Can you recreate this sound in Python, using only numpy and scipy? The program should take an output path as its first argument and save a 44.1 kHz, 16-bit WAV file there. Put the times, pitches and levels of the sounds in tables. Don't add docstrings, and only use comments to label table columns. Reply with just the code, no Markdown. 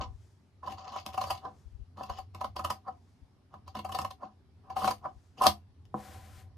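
import sys
import numpy as np
from scipy import signal
from scipy.fft import rfft, irfft
from scipy.io import wavfile
from scipy.ndimage import uniform_filter1d

SR = 44100
rng = np.random.default_rng(int(sys.argv[2]) if len(sys.argv) > 2 else 0)


def transcribe(signal):
    frames = np.atleast_2d(signal).T
    limited = np.clip(frames, -1, 1)
    pcm = np.round(limited * 32767).astype(np.int16)
    wavfile.write(sys.argv[1], SR, pcm)


N = 289737
T = np.arange(N) / SR

# t/s, level/dB
RUMBLE_LEVEL = [(0.0, -41.5), (0.46, -70.5), (0.71, -49), (0.86, -64.5), (1.35, -45), (1.39, -61.5),
                (2.23, -54), (2.27, -55.5), (2.65, -46), (2.78, -59.5), (3.42, -64), (4.06, -47),
                (4.24, -65.5), (4.87, -52), (5.38, -63), (5.49, -39.5), (5.56, -55), (6.57, -50)]
# f/Hz, relative level/dB
ROOM_TONE = [(65, -36), (110, -2.5), (147, -24.5), (266, -17.5), (334, -34), (380, -19.5), (430, -33.5),
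             (840, -33.5), (1500, -41), (2500, -44.5), (5200, -46), (7000, -56.5), (11500, -55),
             (13000, -73.5)]
# f/Hz, correlation [0 to 1]
ROOM_LIKENESS = [(100, .85), (300, .8), (1000, .4), (4000, .1), (15000, 0)]
ROOM_DB = -65.5
# t/s of centre, level/dB at the left port, f/Hz
AIR_PUFFS = [(.009, -32.5, 58), (0.071, -36, 60), (0.106, -34.5, 60), (0.149, -37.5, 59.5),
             (1.667, -35, 61.4), (1.73, -41, 59), (1.753, -34, 62.4), (1.8, -35.5, 81), (1.82, -33, 54.6),
             (2.11, -32.5, 62), (2.194, -43, 60.8), (3.23, -43, 58.5), (5.169, -41.5, 59.6),
             (6.378, -48, 60.6)]

# t/s of peak, scrape level/dB, knock level/dB (both as drive of the table)
OPENINGS = [(0.012, -43, -39.5), (1.454, -45.5, -40.5), (2.885, -53, -36.5), (4.233, -48.5, -41.5),
            (5.058, -50, -34)]
# blade ring, crackle, low thud [level/dB re table]
OPENING_COLOUR = [-22, -47, -5.5]
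OPEN_RISE_S, OPEN_FALL_S = 60 / 724, 60 / 293
KNOCK_SWELL_S, KNOCK_DECAY_S, KNOCK_BRIGHT_DB = 0.0093, 0.005, -32
# t/s of peak, table drive level/dB, brightness [dB re table], decay time constant [s]
JERKS = [(.632, -41.5, -33, 0.0045), (.675, -38, -21, 0.0058), (0.702, -59, -3, 0.013),
         (0.724, -45, -6, 0.0016), (0.876, -43, -35, 0.0046), (0.923, -47, -17, 0.017),
         (0.963, -35, -14, 0.0033), (1, -52, -2, .003), (1.063, -39.5, -10, 0.0034),
         (1.089, -46, -10, 0.0024), (1.145, -37.5, -10, 0.0034), (1.179, -29.5, -16, 0.0042),
         (1.214, -31.5, -12.5, 0.0067), (1.24, -31, -10.5, 0.0025), (1.273, -43, -8.5, 0.012),
         (1.305, -25.5, -10.5, 0.0059), (2.01, -38, -33, 0.0032), (2.035, -43, -9, 0.005),
         (2.099, -30, -21.5, 0.0043), (2.187, -42.5, -11.5, 0.0081), (2.348, -42.5, -16.5, 0.0057),
         (2.414, -30.5, -15.5, 0.0025), (2.445, -30.5, -19, 0.0058), (2.566, -30.5, -14, .0025),
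         (2.595, -30, -19.5, 0.0043), (2.648, -27, -9.5, 0.0045), (2.704, -25, -9.5, 0.0041),
         (3.541, -45.5, -24, 0.0052), (3.68, -46, -9, 0.0027), (3.754, -34, -13, 0.0011),
         (3.769, -42, -9, 0.0059), (3.793, -37.5, -8.5, 0.0026), (3.849, -36.5, -12, 0.0069),
         (3.894, -38.5, -11.5, 0.0039), (3.923, -42, -4, 0.0036), (3.949, -30.5, -9, 0.0045),
         (3.967, -48, -7, .003), (3.989, -28, -12.5, 0.0034), (4.017, -42, -5.5, 0.0021),
         (4.05, -28.5, -12.5, 0.0017), (4.11, -39, -5, 0.0016), (4.702, -44, -21.5, 0.0073),
         (4.767, -27.5, -17, 0.0026), (4.781, -41.5, -16, 0.028), (4.82, -34.5, -15, 0.0075),
         (4.846, -22, -15, 0.0019), (4.878, -23.5, -14.5, 0.0066), (4.91, -29.5, -8.5, 0.0044),
         (5.414, -22, -44, 0.0024), (5.463, -18.5, -20.5, 0.0055)]
JERK_SWELL_S, CRACKLE_DB, THUD_DB = .0022, -6, -16.5
# t/s of start, length [s],
# table drive level/dB at start and at end, blade ring, fibre crackle and low thud [level/dB re table]
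STROKES = [(.64, 0.081, -52.5, -48, -12.5, -26, -7.5), (.781, 0.062, -50, -58.5, -12, -35, -17),
           (0.849, 0.13, -58.5, -48.5, -6, -30, -13), (1.056, 0.3, -63, -52, -8, -17, -8),
           (1.974, 0.098, -49.5, -58.5, -16, -27, -5.5), (2.093, 0.09, -57, -55.5, -7, -24, -15),
           (2.345, .1, -66, -57, -11, -22, -5), (2.561, 0.17, -58, -50, -13.5, -20, -8),
           (3.51, 0.042, -70.5, -60, -19.5, -39, -3), (3.67, 0.025, -65, -68, -6.5, -33, -11),
           (3.754, 0.027, -53.5, -56.5, -6, -25, 4.5), (3.849, 0.176, -62, -48.5, -9.5, -12, -2.5),
           (4.64, 0.071, -66, -61.5, -28, -32, -8), (4.703, 0.025, -61, -61.5, -11, -28, -1),
           (4.762, 0.12, -53, -40.5, -10, -12, -3), (5.376, 0.022, -59.5, -53, -9.5, -26, 4),
           (5.412, 0.048, -34, -29, -15, -14.5, -12)]
BITE_S, LET_GO_S = 60 / 1999, 60 / 379
# t/s, impulse level/dB into table top, blades, air, low modes
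BLOWS = [(5.468, 3, 1.5, -3.5, -11.5), (5.854, -54, -43.5, -54, -48), (5.942, -11, -49.5, -67, -7.5)]
# t/s, drive level/dB
RUBBING = [(5.96, -38), (6.034, -54), (6.16, -52.5), (6.208, -58.5), (6.364, -59.5), (6.558, -75.5),
           (6.57, -71.5)]
# nominal f/Hz, relative level/dB, t60 [s], lean to the left port
TABLE_MODES = [(618, -17.5, 0.18, 0.3), (530, -3, 0.031, 0.091), (638, -6.5, 0.13, -1.4),
               (708, -4, 0.22, 1), (759.2, 6, 0.13, 0.18), (790, 6, 0.12, -.4), (784, 10.5, 0.023, 0.23),
               (955, -3, 0.057, -0.14), (982, 9, 0.036, -0.59), (1102, 3, 0.049, -0.01),
               (1124, 0.5, 0.068, -0.72), (1212, 8.5, 0.014, -.3), (1288, -3.5, 0.12, .2),
               (1508, -17, 0.039, -0.018), (1524, -5, 0.059, .2), (1720, -10.5, 0.042, .2)]
# nominal f/Hz, relative level/dB, t60 [s], lean to the left port
LOW_MODES = [(139.5, -2.5, .1, -0.02), (207.6, 4, 0.26, .05), (280.5, -2.5, 0.12, .05),
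             (332, -3.5, .15, -0.067), (499.8, -3, 0.15, .2)]
# nominal f/Hz, relative level/dB, t60 [s] (3 ms at least when rung), lean to the left port
BLADE_MODES = [(2204, -3.5, 0.012, 0.14), (2250, -10, 0.0025, -0.57), (2685, 5.5, 0.011, 0.047),
               (2980, 7, 0.011, -0.23), (3350, -3.5, 0.016, .2), (4450, -2.5, 0.0042, 0.54),
               (4870, -1, 0.0089, 0.26), (5000, 2, 0.014, 0.23), (6682, -6, 0.0031, .3)]
# f/Hz, relative level/dB
CRACKLE_TONE = [(1060, -56.5), (1800, 0.5), (1990, -17.5), (2850, 0.5), (3570, -13.5), (4670, -2.5),
                (5540, -32), (7530, -1.5), (11500, -2.5), (13900, -1), (15500, -24.5)]

# t/s of peak, level/dB
BRUSHES = [(.25, -72.5), (1.6, -73), (3.1, -77), (5.26, -74.5)]
# f/Hz, relative level/dB
BRUSH_TONE = [(1500, -4.5), (3000, -13), (6000, -6), (8000, -11), (15000, -24.5)]
BRUSH_RISE_S, BRUSH_FALL_S = 60 / 39, 60 / 58.5
# t/s, level/dB
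SLIDE_LEVEL = [(5.92, -85), (5.934, -86), (5.946, -71), (6.006, -56.5), (6.144, -55.5), (6.226, -61),
               (6.408, -59.5), (6.434, -69), (6.5, -87.5)]
# f/Hz, relative level/dB
SLIDE_TONE = [(710, -43), (1200, -1.5), (1570, 0.5), (2560, -5.5), (3460, -6.5), (13300, -13.5),
              (14800, -18.5), (15500, -53.5)]
EDGE_HZ = 15300


def amp(db):
    return 10 ** (np.asarray(db) / 20)


def evened(x):
    return x / np.sqrt(np.mean(x ** 2) + 1e-20)


def read(points, hz):
    f, value = np.transpose(points)
    return np.interp(np.log(hz + 1), np.log(f + 1), value)


def add(mix, s, sound):
    start = round(s * SR)
    sound = sound[..., max(-start, 0):]
    part = mix[..., max(start, 0):][..., :sound.shape[-1]]
    part += sound[..., :part.shape[-1]]


def curve(rows):
    s, db = np.transpose(rows)
    inside = (T >= s[0]) * (T <= s[-1])
    return uniform_filter1d(amp(np.interp(T, s, db)) * inside, size=300)


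def swell(start, length, from_db, to_db, rise_s, fall_s):
    end = start + max(length, 1e-4)
    return curve([(start - rise_s, from_db - 61), (start, from_db), (end, to_db), (end + fall_s, to_db - 60)])


def coloured(x, tone):
    gain = amp(read(tone, np.fft.rfftfreq(N, 1 / SR)))
    return irfft(rfft(x) * evened(gain), N)


def rumble():
    common, opposed = rng.standard_normal((2, N))
    hz = np.fft.rfftfreq(N, 1 / SR)
    resonance = 1 / (1 + ((hz - 88) / 14) ** 2)
    ports = np.array([common + .2 * opposed, common - .2 * opposed])
    return evened(irfft(rfft(ports) * resonance, N)) * curve(RUMBLE_LEVEL)


def room():
    frames, hz = N // 256 + 5, np.fft.rfftfreq(1024, 1 / SR)
    a, b, c, d, patches = rng.standard_normal((frames, 513, 5)).T
    patches = uniform_filter1d(patches, size=8, axis=0)
    patches = evened(uniform_filter1d(patches, size=10, axis=1))
    same = read(ROOM_LIKENESS, hz)[:, None]
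    left, other = a + 1j * b, c + 1j * d
    spectra = np.array([left, same * left + np.sqrt(1 - same ** 2) * other])
    spectra *= amp(read(ROOM_TONE, hz)[:, None] + 1.7 * patches) * (hz > 60)[:, None]
    noise = signal.istft(spectra, nperseg=1024, noverlap=768)[1][:, :N]
    return amp(ROOM_DB) * evened(noise)


def puffs():
    out = np.zeros((2, N))
    for s, db, hz in AIR_PUFFS:
        u = np.linspace(-1, 1, round(2.6 * SR / hz))
        swing = -np.cos(np.pi * 2.6 * u) * np.cos(np.pi * u / 2) ** 2
        add(out, s - len(u) / SR / 2, amp(db) * swing * np.array([[1], [.1]]))
    return out


def force():
    out, t = np.zeros((2, N)), np.arange(-SR // 20, SR // 10) / SR
    rows = [(s, db, KNOCK_BRIGHT_DB, KNOCK_DECAY_S, KNOCK_SWELL_S) for s, _, db in OPENINGS]
    rows += [(*row, JERK_SWELL_S) for row in JERKS]
    for s, db, bright_db, decay, rise in rows:
        shape = np.exp(np.where(t < 0, t / rise, -t / decay))
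        add(out, s + t[0], amp(db) * shape * amp([[0], [bright_db]]))
    return out


def shearing():
    out = np.zeros((4, N))
    for s, db, _ in OPENINGS:
        scrape = swell(s, 0, db, db, OPEN_RISE_S, OPEN_FALL_S)
        out += scrape * amp([0] + list(OPENING_COLOUR))[:, None]
    for s, length, from_db, to_db, *colour_db in STROKES:
        stroke = swell(s, length, from_db, to_db, BITE_S, LET_GO_S)
        out += stroke * amp([0] + colour_db)[:, None]
    return out


def blows(column):
    out = np.zeros(N)
    for s, *db in BLOWS:
        add(out, s, amp(db[column]) * np.ones(1))
    return out


def thread_snaps():
    size = amp(2.0 * rng.exponential(1, N)) * (rng.random(N) < 7000 / SR)
    return evened(size * rng.standard_normal(N))


def ring(drive, modes, spread_db, detune, count=7):
    t, out = np.arange(SR // 3) / SR, np.zeros((2, N))
    share = np.abs(uniform_filter1d(rng.standard_normal((count, N)), size=1500, axis=1)) ** 4
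    share /= np.linalg.norm(share, axis=0)
    early = 1 + 0.42 * np.exp(-t / 0.00089)
    for part in share:
        response = np.zeros((2, len(t)))
        for k, (hz, db, t60, lean) in enumerate(modes):
            gain, shift = rng.standard_normal(2)
            t60 = max(t60, .003)
            decay = amp(db + spread_db * gain - 60 * t / t60)
            mode = decay * np.sin(2 * np.pi * hz * (1 + detune * shift) * t)
            response += (-1) ** k * early * mode / np.sqrt(t60) * np.array([[1 + lean], [1 - lean]])
        response /= np.linalg.norm(response.mean(0))
        out += signal.oaconvolve((drive * part)[None], response, axes=1)[:, :N]
    return out


def table_top(snaps, gain, rub):
    cushion = signal.butter(3, 1700, fs=SR)
    soft = signal.lfilter(*cushion, snaps)
    soft *= .27 / np.sqrt(uniform_filter1d(soft ** 2, size=150) + 1e-9)
    push = soft * gain + signal.lfilter(*cushion, blows(0))
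    push += amp(-2.5) * signal.lfilter(*signal.butter(3, 750, fs=SR), rub)
    return ring(push, TABLE_MODES, 3, .012)


def fibre_crackle(drive):
    crackle = coloured(drive, CRACKLE_TONE)
    return np.array([crackle, np.roll(crackle, 1)]) * amp([[2.5], [-2.5]])


def echoes(t60):
    taps = np.zeros((2, SR // 4))
    slots = np.arange(60, SR // 4 - 20, 20)
    at = slots + rng.integers(0, 20, (2, len(slots)))
    np.put_along_axis(taps, at, rng.choice([-1., 1.], at.shape), 1)
    taps *= amp(-60 * np.arange(SR // 4) / SR / t60)
    return taps / np.linalg.norm(taps[0])


def reflected(x, t60):
    return signal.oaconvolve(x[None], echoes(t60), axes=1)[:, :N]


def cutting():
    jerk, jerk_bright = force()
    shear, shear_ring, shear_crackle, shear_thud = shearing()
    snaps = thread_snaps()
    rub = rng.standard_normal(N) * curve(RUBBING)
    table = table_top(snaps, jerk + shear, rub)
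    thud = snaps * (amp(THUD_DB) * jerk + shear_thud)
    low = ring(thud + blows(3) + amp(-7.5) * rub, LOW_MODES, 2, .005, count=2)
    judder = amp(5.0 * evened(uniform_filter1d(rng.standard_normal(N), size=500)))
    scrape = snaps * (jerk_bright + shear_ring * judder)
    blades = ring(scrape + blows(1), BLADE_MODES, 3.5, .045)
    tearing = snaps * (amp(CRACKLE_DB) * jerk_bright + shear_crackle * judder)
    bright = blades + fibre_crackle(tearing + blows(2))
    wet = reflected(bright[0], 0.13) * amp([[-3], [-5]])
    boom = amp(-6.0) * reflected(table.mean(0), 0.12)
    return table + low + boom + bright + wet


def sliding():
    shared, right_only, waver = rng.standard_normal((3, N))
    grain = amp(.8 * evened(uniform_filter1d(waver, size=900)))
    pair = np.array([shared, .5 * shared + 0.26 * right_only]) * grain
    brush = sum(swell(s, 0, db, db, BRUSH_RISE_S, BRUSH_FALL_S) for s, db in BRUSHES)
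    return coloured(pair, BRUSH_TONE) * brush + coloured(pair, SLIDE_TONE) * curve(SLIDE_LEVEL)


def scene():
    return rumble() + room() + puffs() + cutting() + sliding()


def record(dry):
    lean = signal.lfilter(*signal.butter(2, 35, "high", fs=SR), dry)
    lowpass = signal.firwin(511, EDGE_HZ, window=("kaiser", 9), fs=SR)
    return signal.oaconvolve(lean, lowpass[None], "same")


dry = scene()
out = record(dry)
transcribe(out)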